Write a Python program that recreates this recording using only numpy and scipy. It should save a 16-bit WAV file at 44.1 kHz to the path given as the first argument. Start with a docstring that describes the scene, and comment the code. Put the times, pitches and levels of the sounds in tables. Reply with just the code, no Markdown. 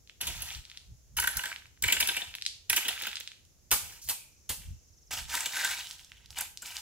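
"""Two stone clicks over insect hiss and breeze; then a steel rake is pulled through coarse loose stones. Tines
skid and ring (noisy contacts through steel modes); the bed grinds (colliding grains of damped sines). Stones
tumble during and after pulls (damped clicks); three times the head chops into the heap (noise bursts). Noise
tails scatter the sound back as from trees and a shed; a far bird trills in falling sines. Shaped noise makes
the air, the insects, the breeze that nudges the microphone and low thumps of the rake on the ground."""
import sys
import numpy as np
from scipy import signal
from scipy.fft import rfft, irfft, next_fast_len
from scipy.io import wavfile
from scipy.ndimage import map_coordinates

SR = 44100
rng = np.random.default_rng(int(sys.argv[2]) if len(sys.argv) > 2 else 0)


def inscribe(sig):
    """Save sig as 16-bit PCM at rate SR to the path in sys.argv[1].

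    A 1-D sig is mono; a 2-D sig holds one channel per row.
    Samples are clipped to [-1, 1] before scaling.
    """
    pcm = np.round(np.clip(np.atleast_2d(sig).T, -1, 1) * 32767)
    wavfile.write(sys.argv[1], SR, pcm.astype(np.int16))


N = 300321

# Background air, relative density: f/Hz, level/dB
AIR_SPECTRUM = [(60, -11.5), (120, -11.5), (250, -15), (500, -18), (1000, -27.5), (2000, -28.5),
                (4000, -28.5), (8500, -38), (10000, -26.5), (11000, -27), (16000, -33)]
# Insect chorus, relative density: f/Hz, level/dB
INSECT_SPECTRUM = [(3000, -25), (4800, -7.5), (5700, -1.5), (6500, -0.5), (7500, -4.5), (8500, -21),
                   (12000, -22.5)]
# Breeze on the microphone, relative density: f/Hz, level/dB
BUFFET_SPECTRUM = [(15, -31.5), (30, -8.5), (45, -5), (60, -0.5), (90, -5), (130, -10.5), (200, -21.5),
                   (300, -34), (600, -68)]
# Low puffs of breeze and thumps of the rake on the ground, before the microphone's low cut: middle t/s, 1/e
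# half-width t/s, level/dB
PUFFS = [(0.284, .05, -46), (.41, 0.094, -48.5), (0.579, 0.031, -46.5), (0.915, 0.04, -52.5),
         (1.203, .09, -49.5), (1.373, 0.011, -34.5), (1.854, 0.025, -40), (2.0, 0.13, -57.5),
         (2.284, .025, -59), (2.72, .025, -51), (3.732, 0.016, -41), (3.82, .08, -55.5),
         (4.077, 0.022, -53), (4.515, 0.013, -40.5), (4.598, 0.017, -45), (4.708, 0.049, -41),
         (5.24, 0.095, -50), (6.3, .06, -61)]
# Decay of the late scatter: f/Hz, t60/s
YARD_T60 = [(200, 1), (800, 0.53), (2500, 0.46), (6000, 0.39), (15000, 0.37)]
# Colour of the foliage's scatter: f/Hz, relative level/dB
SCATTER_SPECTRUM = [(200, -11), (900, -6.5), (1500, -7.5), (2500, -4.5), (5000, -1), (9000, 2), (12500, -1),
                    (16000, -5.5)]
# Rake comes in from the right towards the middle: t/s, lateness of the left port/samples
LEFT_LAG = [(0, 3.3), (2, 3.1), (3.7, 3.4), (4.1, 2.38), (4.5, 0.94), (6.8, 0.32)]
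# Placed knocks of stone on stone, loud and faint: t/s, relative level/dB, f/Hz
STONES = [(0.074, -37.5, 3850), (0.096, -30.5, 3080), (0.505, -23.5, 3230), (0.549, -22.5, 4600),
          (0.652, -29.5, 4470), (0.699, -30.5, 4100), (0.715, -32, 2950), (0.773, -24, 4200),
          (1.517, -25.5, 1890), (1.527, -24, 2200), (1.561, -23, 3030), (1.656, -39, 2350),
          (2.097, -19.5, 2554), (2.147, -19.5, 2666), (2.34, -24.5, 3000), (2.351, -19.5, 3256),
          (2.384, -29.5, 2840), (2.413, -29, 3970), (2.422, -17, 4090), (2.452, -19, 4490),
          (2.463, -7, 4290), (2.928, -26, 2360), (2.977, -23.5, 2370), (3.012, -27, 2300),
          (3.036, -18.5, 3670), (3.055, -21.5, 2600), (3.115, -24.5, 3300), (3.13, -23.5, 2920),
          (3.156, -16.5, 4650), (3.169, -18.5, 3400), (3.208, -21.5, 3470), (3.275, -21.5, 3730),
          (3.317, -30, 3100), (3.451, -42, 6000), (5.406, -14.5, 7840), (5.81, -26, 3540),
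          (5.87, -26, 3900), (5.91, -22.5, 4300), (5.994, -35, 3560), (6.046, -32.5, 6280),
          (6.118, -30, 2630), (6.259, -35, 4460), (6.305, -28, 5000), (6.328, -37, 3220),
          (6.346, -39, 2930), (6.573, -22, 4930), (6.659, -23.5, 4940), (6.767, -17.5, 4850)]
# Head touches or bites into the heap: t/s, attack time constant t/s, relative crunch level/dB,
# relative thud level/dB, crunch t60/s, knock f/Hz, after-ring f/Hz
CHOPS = [(3.708, .0003, -29.5, -55, .03, 1300, 2420), (3.714, .0003, -15.5, -25.5, 0.17, 1316, 2360),
         (4.076, .0003, -34, -58, 0.039, 950, 2430), (4.087, 0.00043, -25, -45, 0.072, 1100, 2410),
         (4.0945, .0003, -23.5, -39.5, .13, 965, 2490), (4.4916, 0.0014, -25.5, -36, 0.18, 502, 2800)]
# Crunch of the heap, relative density: f/Hz, level/dB
HEAP_SPECTRUM = [(290, -50), (500, -5), (919, -5), (1080, -20), (1230, -9.5), (2010, 0.5), (2360, -5),
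                 (2540, 2), (2770, 4.5), (6140, 4), (7210, 4.5), (14200, 5), (15100, 8.5), (16000, -20)]
# Thud of the struck heap: f/Hz, relative level/dB
THUD_SPECTRUM = [(100, -4), (200, -10.5), (270, -9.5), (380, -11.5), (500, -10.5), (650, -12.5), (900, 0.5),
                 (1080, -7), (1300, -4), (1700, -8), (3000, -11), (8000, -58)]
# Tine catches and slips off, or a stone ticks against a tine: t/s, head skid time constant t/s,
# relative head level/dB, head f/Hz, relative tine level/dB, tine f/Hz
CATCHES = [(0.211, .004, -24.5, 3000, -36.5, 11000), (0.2688, 0.0068, -23, 3230, -36.5, 11000),
           (0.4211, 0.0023, -32.5, 2820, -39, 11080), (1.168, 0.0068, -24.5, 2670, -34, 10500),
           (1.1842, 0.0029, -16.5, 1370, -41, 11000), (1.198, 0.0042, -23, 1460, -30.5, 10600),
           (1.2228, 0.0041, -21, 1608, -40, 15640), (1.239, 0.0029, -17.5, 1600, -40.5, 7800),
           (1.2729, .003, -14, 1690, -31, 11000), (1.3697, 0.0037, -28, 1540, -33, 11000),
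           (1.391, 0.0025, -22, 1660, -52, 11200), (1.4367, 0.0021, -22, 1480, -44.5, 7850),
           (1.4556, 0.0024, -24.5, 1670, -42.5, 7800), (1.8238, 0.0018, -32.5, 3460, -33.5, 8170),
           (1.838, 0.0032, -15, 2270, -34.5, 8170), (1.881, 0.0028, -15, 2200, -37.5, 7700),
           (1.8977, 0.0052, -19, 2220, -43, 7780), (1.9223, .0045, -12, 2760, -27, 7400),
           (1.9667, 0.0025, -20, 2190, -55, 7290), (2.001, 0.0052, -14.5, 2400, -27.5, 8900),
           (2.0254, 0.0018, -17, 2970, -47, 11300), (2.0734, 0.0026, -27, 3040, -32.5, 10800),
           (2.086, 0.0034, -15.5, 3105, -37, 11100), (2.166, 0.0036, -17.5, 2640, -40, 7840),
           (2.2174, 0.0021, -24, 3440, -66, 8360), (2.353, 0.00088, -47, 2000, -48.5, 12420),
           (2.6977, 0.0029, -16, 2260, -26.5, 11200), (2.7291, 0.0023, -16, 2370, -34.5, 10050),
           (2.7631, .004, -14.5, 2920, -27.5, 13000), (2.7757, 0.0036, -19, 2300, -35.5, 7190),
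           (2.849, 0.0052, -21.5, 3040, -48, 7950), (2.882, 0.0042, -15, 3170, -34, 10400),
           (3.021, 0.0025, -31, 3550, -42.5, 15300), (3.0684, 0.0027, -22, 2620, -42, 15500),
           (3.202, 0.0012, -43.5, 1960, -48, 13900), (5.3391, 0.0041, -21, 1260, -40.5, 7120),
           (5.351, 0.0032, -27, 3200, -36.5, 10100), (5.4586, 0.0028, -22.5, 3260, -37, 7750),
           (5.5672, 0.0028, -23.5, 1350, -42.5, 8700), (5.6474, 0.0026, -17, 1630, -34, 7540),
           (6.3847, .0033, -31, 1430, -39, 8070), (6.408, .003, -32, 1420, -36, 12400),
           (6.621, 0.0047, -38, 1380, -46.5, 7040)]
# Modes of the rake's head and tines: f/Hz, width f/Hz, relative level/dB
RAKE_MODES = [(960, 51, 6.5), (1551, 100, 2), (1880, 84, -9), (2284, 57, -8.5), (2647, 69, -10),
              (2960, 90, -3.5), (2950, 80, -9), (3520, 70, -5), (5470, 110, -15), (6250, 120, -14.5),
              (7570, 130, -2), (8000, 150, -3), (10100, 110, -8), (10860, 90, -13.5), (11190, 39, 6.5),
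              (11650, 120, -3.5), (13400, 73, -12), (16200, 110, -11.5)]
# Stony contact: f/Hz, relative level/dB
GRAVEL_SPECTRUM = [(200, -12), (400, -13.5), (700, -13), (1150, -4.5), (1500, 0), (3000, 4.5), (4500, 6),
                   (7000, 1.5), (9000, -4), (12000, -2), (16000, 1)]
# Deep shifting stones: f/Hz, relative level/dB
BED_SPECTRUM = [(100, -35), (250, -9), (450, -14.5), (600, -7), (780, 3), (950, 3.5), (1100, -10),
                (1300, 4.5), (1800, -20.5), (4000, -52.5)]
# One drag, or a slide of stones after it: start t/s, attack t/s, hold t/s, sag over the hold/dB,
# stone fade/(dB/s), relative stone, grit and bed levels/dB, stone f/Hz
PULLS = [(0.204, .004, 0.34, 4.5, 277, -41, -42.5, -53.5, 2870),
         (0.64, .04, .09, -4.5, 203, -60, -67, -82, 3000),
         (1.165, .004, 0.34, 5, 160, -38, -43.5, -49.5, 1693),
         (1.828, .004, 0.38, 6, 127, -35, -39, -48, 2424),
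         (2.693, .004, 0.36, 3, 100, -37.5, -43.5, -51.5, 2660),
         (3.8, 0.011, 0.17, 4, 397, -51, -47.5, -64, 2700), (4.015, .004, .05, 4, 403, -70, -43, -85, 3000),
         (4.589, .03, .01, 0.5, 130, -58.5, -59, -76, 2690),
         (5.107, .003, 0.078, 1, 330, -36.5, -36, -43.5, 2564),
         (5.274, 0.065, .12, 5, 142, -33.5, -34.5, -44.5, 2240),
         (5.508, .08, 0.12, 0.5, 86, -33, -35, -45, 1825),
         (5.854, 0.017, 0.071, 11, 95, -59, -49.5, -80, 3336),
         (6.113, .015, .06, -3, 62, -64.5, -81, -80.5, 2694), (6.3, .01, .04, 11, 300, -70, -54, -59, 2400),
         (6.354, 0.02, .04, 1.5, 300, -37, -40.5, -46, 2400),
         (6.609, .06, 0.11, 1, 198, -44.5, -44, -56.5, 2550)]

TOP_HZ = 15800
INSECT_DB, SWELL_DB, SWELL_S, SWELL_HALF_S = -69, 3, 4.54, 0.46  # one slow swell, 1/e half-width
BREEZE_DB, BREEZE_SWING_DB = -65, 1.5  # light draught between the puffs, before the low cut
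# Lesser stones kicked loose: level over the pull's stones, scatter, run-on after the hold, fade
TUMBLE_DB, TUMBLE_SPREAD_DB, TUMBLE_RUN_S, TUMBLE_FADE_DB_PER_S = 7.5, 1, 0.34, 44
AFTER_RING_DB, AFTER_RING_T60_S = -31, 0.62  # rake's after-ring, relative to the chop
# Handle jolt: base level, share of the blow's dB followed, gain with stone pitch over 2 kHz
JOLT_DB, JOLT_SHARE, JOLT_DB_PER_OCTAVE = -50.5, 0.35, 5
SETTLE_S, SETTLE_HZ = 0.096, 3080  # after the hold, only the smaller stones keep moving
GRIT_FADE, BED_FADE = 1.05, 1.08  # fade rates relative to the stones


def amp(db):
    """Decibels to gain."""
    return 10 ** (np.asarray(db) / 20)


def unit(x):
    """Scale to rms 1."""
    return x / np.sqrt(np.mean(x ** 2) + 1e-20)


def early_unit(x):
    """Scale to rms 1 over the first 20 ms."""
    return x / np.sqrt(np.mean(x[:SR // 50] ** 2) + 1e-20)


def along(points, hz):
    """Interpolate (Hz, value) points on a log frequency axis."""
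    f, v = np.transpose(points)
    return np.interp(np.log(hz + 1), np.log(f + 1), v)


def wobble(rate_hz):
    """Smooth random curve with rate_hz knots a second."""
    knots = rng.standard_normal(int(N * rate_hz / SR) + 4)
    return map_coordinates(knots, [np.arange(N) * rate_hz / SR])


def filtered(x, response):
    """Apply a complex response of frequency."""
    n = x.shape[-1]
    m = next_fast_len(n + n // 8, True)
    return irfft(rfft(x, m) * response(np.fft.rfftfreq(m, 1 / SR)), m)[..., :n]


def band(x, lo_hz, hi_hz, order=2):
    """Causal band-pass."""
    edges_hz = [lo_hz, min(hi_hz, SR / 2 - 100)]
    return signal.sosfilt(signal.butter(order, edges_hz, "band", fs=SR, output="sos"), x)


def add(track, start_s, x):
    """Mix x into the track at start_s."""
    part = track[max(0, round(start_s * SR)):][:len(x)]
    part += x[:len(part)]


def noise(spectrum, channels=2):
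    """Unrelated coloured noises, overall rms 1."""
    return unit(filtered(rng.standard_normal((channels, N)), lambda hz: amp(along(spectrum, hz))))


def contacts(n, rate_hz):
    """Tiny impacts of random size, on average rate_hz a second."""
    return (rng.random(n) < rate_hz / SR) * rng.standard_normal(n)


def resonance(hz, centre_hz, width_hz):
    """Causal response of one damped mode, 1 at its centre."""
    return 1j * hz * width_hz / (centre_hz ** 2 - hz ** 2 + 1j * hz * width_hz)


def outdoors():
    """Still summer air, an insect chorus, and low puffs of breeze and thumps from the ground on the two ports,
    all as shaped noise."""
    t = np.arange(N) / SR
    air = amp(-75.0) * noise(AIR_SPECTRUM, channels=1) + amp(-71) * noise(AIR_SPECTRUM)
    swell_db = SWELL_DB * np.exp(-((t - SWELL_S) / SWELL_HALF_S) ** 2)
    insects = amp(INSECT_DB + swell_db + 0.45 * wobble(12)) * noise(INSECT_SPECTRUM)
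    eddies = 2 * band(noise(BUFFET_SPECTRUM), 30, 110)  # lowest eddies differ between ports
    common = 1.9 * noise(BUFFET_SPECTRUM, channels=1)
    draught = amp(BREEZE_DB + BREEZE_SWING_DB * wobble(10))
    puffs = sum(amp(db) * np.exp(-((t - s) / half_s) ** 2) for s, half_s, db in PUFFS)
    buffet = band((draught + puffs) * unit(eddies + common), 26, 2000)  # microphone's low cut
    return air + insects + buffet * amp([[-1], [1]])


def bird(start_s=4.31, end_s=5.15, gap_s=.047):
    """A far trill of quick falling sine notes that grows louder."""
    out, u = np.zeros(N), np.linspace(0, 1, SR // 40)
    hz = np.interp(u, [0, 1], [7000, 4700])
    note = np.sin(np.pi * u) * np.sin(2 * np.pi * np.cumsum(hz) / SR)
    for s in np.arange(start_s, end_s, gap_s):
        db = np.interp(s, [start_s, end_s], [-69, -60])
        add(out, s, amp(db) * note)
    return out


def yard(x, near_db=-7, near_t60_s=0.022, far_db=-6, count=14):
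    """Ground and brush scatter at once, trees and shed later: noise tails, redrawn for each of count parts."""
    out = np.zeros((2, N + SR))
    for part in np.array_split(np.arange(N), count):
        hz, t, z = signal.stft(rng.standard_normal((2, SR * 2 // 3)), SR, nperseg=256)
        z = z * amp(along(SCATTER_SPECTRUM, hz))[:, None]
        far_decay = amp(-60 * t / along(YARD_T60, hz)[:, None]) * (1 - np.exp(-t / 0.0027))
        far = signal.istft(z * far_decay, SR, nperseg=256)[1]
        near = signal.istft(z * amp(-60 * t / near_t60_s), SR, nperseg=256)[1][::-1]  # ports swapped
        far_tail = amp(far_db) * far / np.linalg.norm(far[0])
        near_tail = amp(near_db) * near / np.linalg.norm(near[0])
        wet = signal.fftconvolve(x[part][None], far_tail + near_tail, axes=1)
        out[:, part[0]:part[0] + wet.shape[1]] += wet
    return out[:, :N]


def placed(x):
    """Sound from the right reaches the left port a little late."""
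    lag_s, lag = np.transpose(LEFT_LAG)
    half = np.interp(np.arange(N) / SR, lag_s, lag) / 2
    return np.array([map_coordinates(x, [np.arange(N) + d], order=5) for d in (-half, half)])


def knock(hz, cycles=0.71, rattle_db=-29, rattle_t60_s=0.029, snap_db=-19):
    """A tumbling stone gives a click of a cycle or two, then rattles as it settles."""
    t = np.arange(SR // 16) / SR
    click = np.sin(2 * np.pi * hz * t) * np.exp(-t * hz / cycles)
    snap = amp(snap_db - 60 * t / 0.0012) * rng.standard_normal(len(t))
    rattle = unit(band(contacts(len(t), rate_hz=1900), hz * 0.89, hz * 0.91))
    rattle = rattle * amp(rattle_db - 60 * t / rattle_t60_s)
    return band(click + snap + rattle, hz * 0.52, hz * 2.8, order=3)  # small stones radiate no bass


def stones(pitch_spread=.28, count=9):
    """Placed knocks, and count more at random during and just after each pull."""
    out = np.zeros(N)
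    for s, db, hz in STONES:
        add(out, s + 0.00078, amp(db + 4.5) * knock(hz))
    for start, attack, hold, sag_db, _, stones_db, *_ in PULLS:
        for when, size, pitch in zip(rng.random(count), *rng.standard_normal((2, count))):
            age = when * (hold + min(hold, TUMBLE_RUN_S))
            fade_db = sag_db * when + TUMBLE_FADE_DB_PER_S * max(age - hold, 0)
            db = stones_db + TUMBLE_DB + TUMBLE_SPREAD_DB * size - fade_db
            hz = SETTLE_HZ * np.exp(pitch_spread * np.clip(pitch, -2, 2))
            add(out, start + attack + age, amp(db) * knock(hz))
    return out


def steel(hz, gains_db=0):
    """The rake's resonances, each with an extra gain."""
    centre, width, db = np.transpose(RAKE_MODES)
    return sum(g * resonance(hz, c, w) for c, w, g in zip(centre, width, amp(db + gains_db)))


def on_rake(x, stone_db, gains_db=0):
    """Contacts are heard directly as stone and through the ringing steel."""
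    return filtered(x, lambda hz: amp(stone_db + along(GRAVEL_SPECTRUM, hz)) + steel(hz, gains_db))


def chops():
    """All tines bite at once: a dense bright crunch, a thud swelling as the heap gives way, a faint ring."""
    out, t = np.zeros(N), np.arange(SR // 2) / SR
    crunch_body = lambda hz: amp(along(HEAP_SPECTRUM, hz)) * (1 + amp(-11) * steel(hz))
    for s, attack, db, thud_db, t60, knock_hz, ring_hz in CHOPS:
        crunch = filtered(contacts(len(t), rate_hz=9000), crunch_body)
        knock_mode = lambda hz: 1 + amp(-3.0) * resonance(hz, knock_hz, 0.18 * knock_hz)
        thud_body = lambda hz: amp(along(THUD_SPECTRUM, hz)) * knock_mode(hz)
        thud = filtered(contacts(len(t), rate_hz=10000), thud_body)
        ring = unit(band(rng.standard_normal(len(t)), ring_hz - 160, ring_hz + 160))
        add(out, s, amp(db - 3 - 60 * t / t60) * (1 - np.exp(-t / attack)) * unit(crunch))
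        add(out, s, amp(thud_db + 4.0 - 60 * t / 0.12) * (1 - np.exp(-t / 0.011)) * unit(thud))
        add(out, s, amp(db + AFTER_RING_DB - 60 * t / AFTER_RING_T60_S) * ring)  # rake rings on
    return out


def catches(scratch_share=0.67, favour_db=2, favour_width=.05, head_db=-13.5, tine_db=1, stone_width=0.2):
    """Tine and stone meet for milliseconds; the stone's ring colours the blow and favours nearby modes."""
    out, t = np.zeros(N), np.arange(SR // 8) / SR
    mode_hz = np.transpose(RAKE_MODES)[0]
    skid = lambda span_s: t / span_s * np.exp(-t / span_s) * contacts(len(t), rate_hz=9000)
    for s, skid_s, db, head_hz, ring_db, tine_hz in CATCHES:
        near = sum(np.exp(-(np.log(mode_hz / hz) / favour_width) ** 2) for hz in (head_hz, tine_hz))
        gains_db = favour_db * near + 1.1 * rng.standard_normal(len(RAKE_MODES))

        neighbours_hz = rng.uniform(1300, 3400, size=2)  # stones that it is shoved against
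        neighbours = lambda hz: sum(resonance(hz, f, 160) for f in neighbours_hz)
        stone = lambda hz: resonance(hz, head_hz, stone_width * head_hz) + amp(-8.5) * neighbours(hz)
        head = on_rake(skid(skid_s), stone_db=-4, gains_db=gains_db)
        head = filtered(head, lambda hz: amp(-18) + stone(hz))
        head = early_unit(band(head, 450, 3900, order=4))

        tine = on_rake(skid(scratch_share * skid_s), stone_db=-2.0, gains_db=gains_db)
        tine = filtered(tine, lambda hz: amp(-1.0) + resonance(hz, tine_hz, 900))
        tine = early_unit(band(tine, 5500, 17000))

        jolt = early_unit(band(skid(2.63 * skid_s), 170, 720))  # handle takes the jerk
        jolt_db = JOLT_DB + JOLT_SHARE * db + JOLT_DB_PER_OCTAVE * np.log2(head_hz / 2000)
        add(out, s, amp(db + head_db) * head + amp(jolt_db) * jolt)
        add(out, s - .001, amp(ring_db + tine_db) * tine)
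    return out


def grains(centre_hz, spread, cycles, size_db, count, size=160):
    """Colliding pebbles: short damped sines scattered around a fixed or moving pitch."""
    t = np.arange(size) / SR
    start, sign, strength = rng.random((3, count))
    start = (start * N).astype(int)
    hz = np.broadcast_to(centre_hz, N)[start] * np.exp(spread * rng.standard_normal(count))
    hz = hz[:, None]
    loudness_db = -size_db * np.log(np.maximum(strength, np.exp(-4)))  # few large, many small
    gain = np.sign(sign - .5) * amp(loudness_db)
    waves = gain[:, None] * np.sqrt(hz) * np.exp(-t * hz / cycles) * np.sin(2 * np.pi * hz * t)
    places = start[:, None] + np.arange(size)
    return unit(np.bincount(places.ravel(), waves.ravel(), N)[:N])


def drag():
    """Each pull bites, sags while held and dies away: gains of stones, grit and bed, and the stones' pitch."""
    t = np.arange(N) / SR
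    gains, pitch_hz = np.zeros((3, N)), np.full(N, float(SETTLE_HZ))
    for start, attack, hold, sag_db, fade, stones_db, grit_db, bed_db, hz in PULLS:
        now = slice(round(start * SR), round(start * SR) + SR)
        age = t[now] - start
        after = np.maximum(age - attack - hold, 0)
        held = np.clip(age / attack, 0, 1) * amp(-sag_db * np.clip((age - attack) / hold, 0, 1))
        stones_now_db = stones_db - fade * after
        grit_now_db = grit_db - GRIT_FADE * fade * after
        bed_now_db = bed_db - BED_FADE * fade * after
        gains[:, now] += held * amp([stones_now_db, grit_now_db, bed_now_db])
        pitch_hz[now] = hz + (SETTLE_HZ - hz) * np.minimum(after / SETTLE_S, 1)
    return *gains, pitch_hz


def pulls():
    """The dragged head keeps cobbles, pebbles, grit and the bed beneath colliding, in uneven surges."""
    stone_gain, grit_gain, bed_gain, pitch_hz = drag()
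    surge = amp(1.9 * wobble(80))
    cobbles = grains(pitch_hz, spread=.2, cycles=5, size_db=3, count=2400, size=500)
    pebbles = grains(2900, spread=0.46, cycles=0.98, size_db=3.0, count=9000)
    clatter = on_rake(cobbles + amp(1) * pebbles, stone_db=-1.5)
    clatter = unit(band(clatter, 1000, 7000, order=3))
    grit = grains(9000, spread=.4, cycles=1.2, size_db=3.4, count=32000, size=40)
    grind = unit(band(on_rake(grit, stone_db=5), 5200, 18000))
    shift = unit(filtered(contacts(N, rate_hz=1500), lambda hz: amp(along(BED_SPECTRUM, hz))))
    bed = amp(-3.5) * bed_gain * shift
    return surge * (amp(-3.5) * stone_gain * clatter + amp(-4) * grit_gain * grind + bed)


def scene():
    """The raking, its echoes in the open yard, the bird and the outdoor background."""
    raking = pulls() + catches() + chops() + stones()
    trill = bird()
    in_yard = placed(raking) + yard(raking + trill)
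    return in_yard * amp([[-.4], [.4]]) + trill + outdoors()


def record(dry):
    """Steep low-pass at TOP_HZ."""
    return filtered(dry, lambda hz: 1 / (1 + (hz / TOP_HZ) ** 240))


dry = scene()
out = record(dry)
inscribe(out)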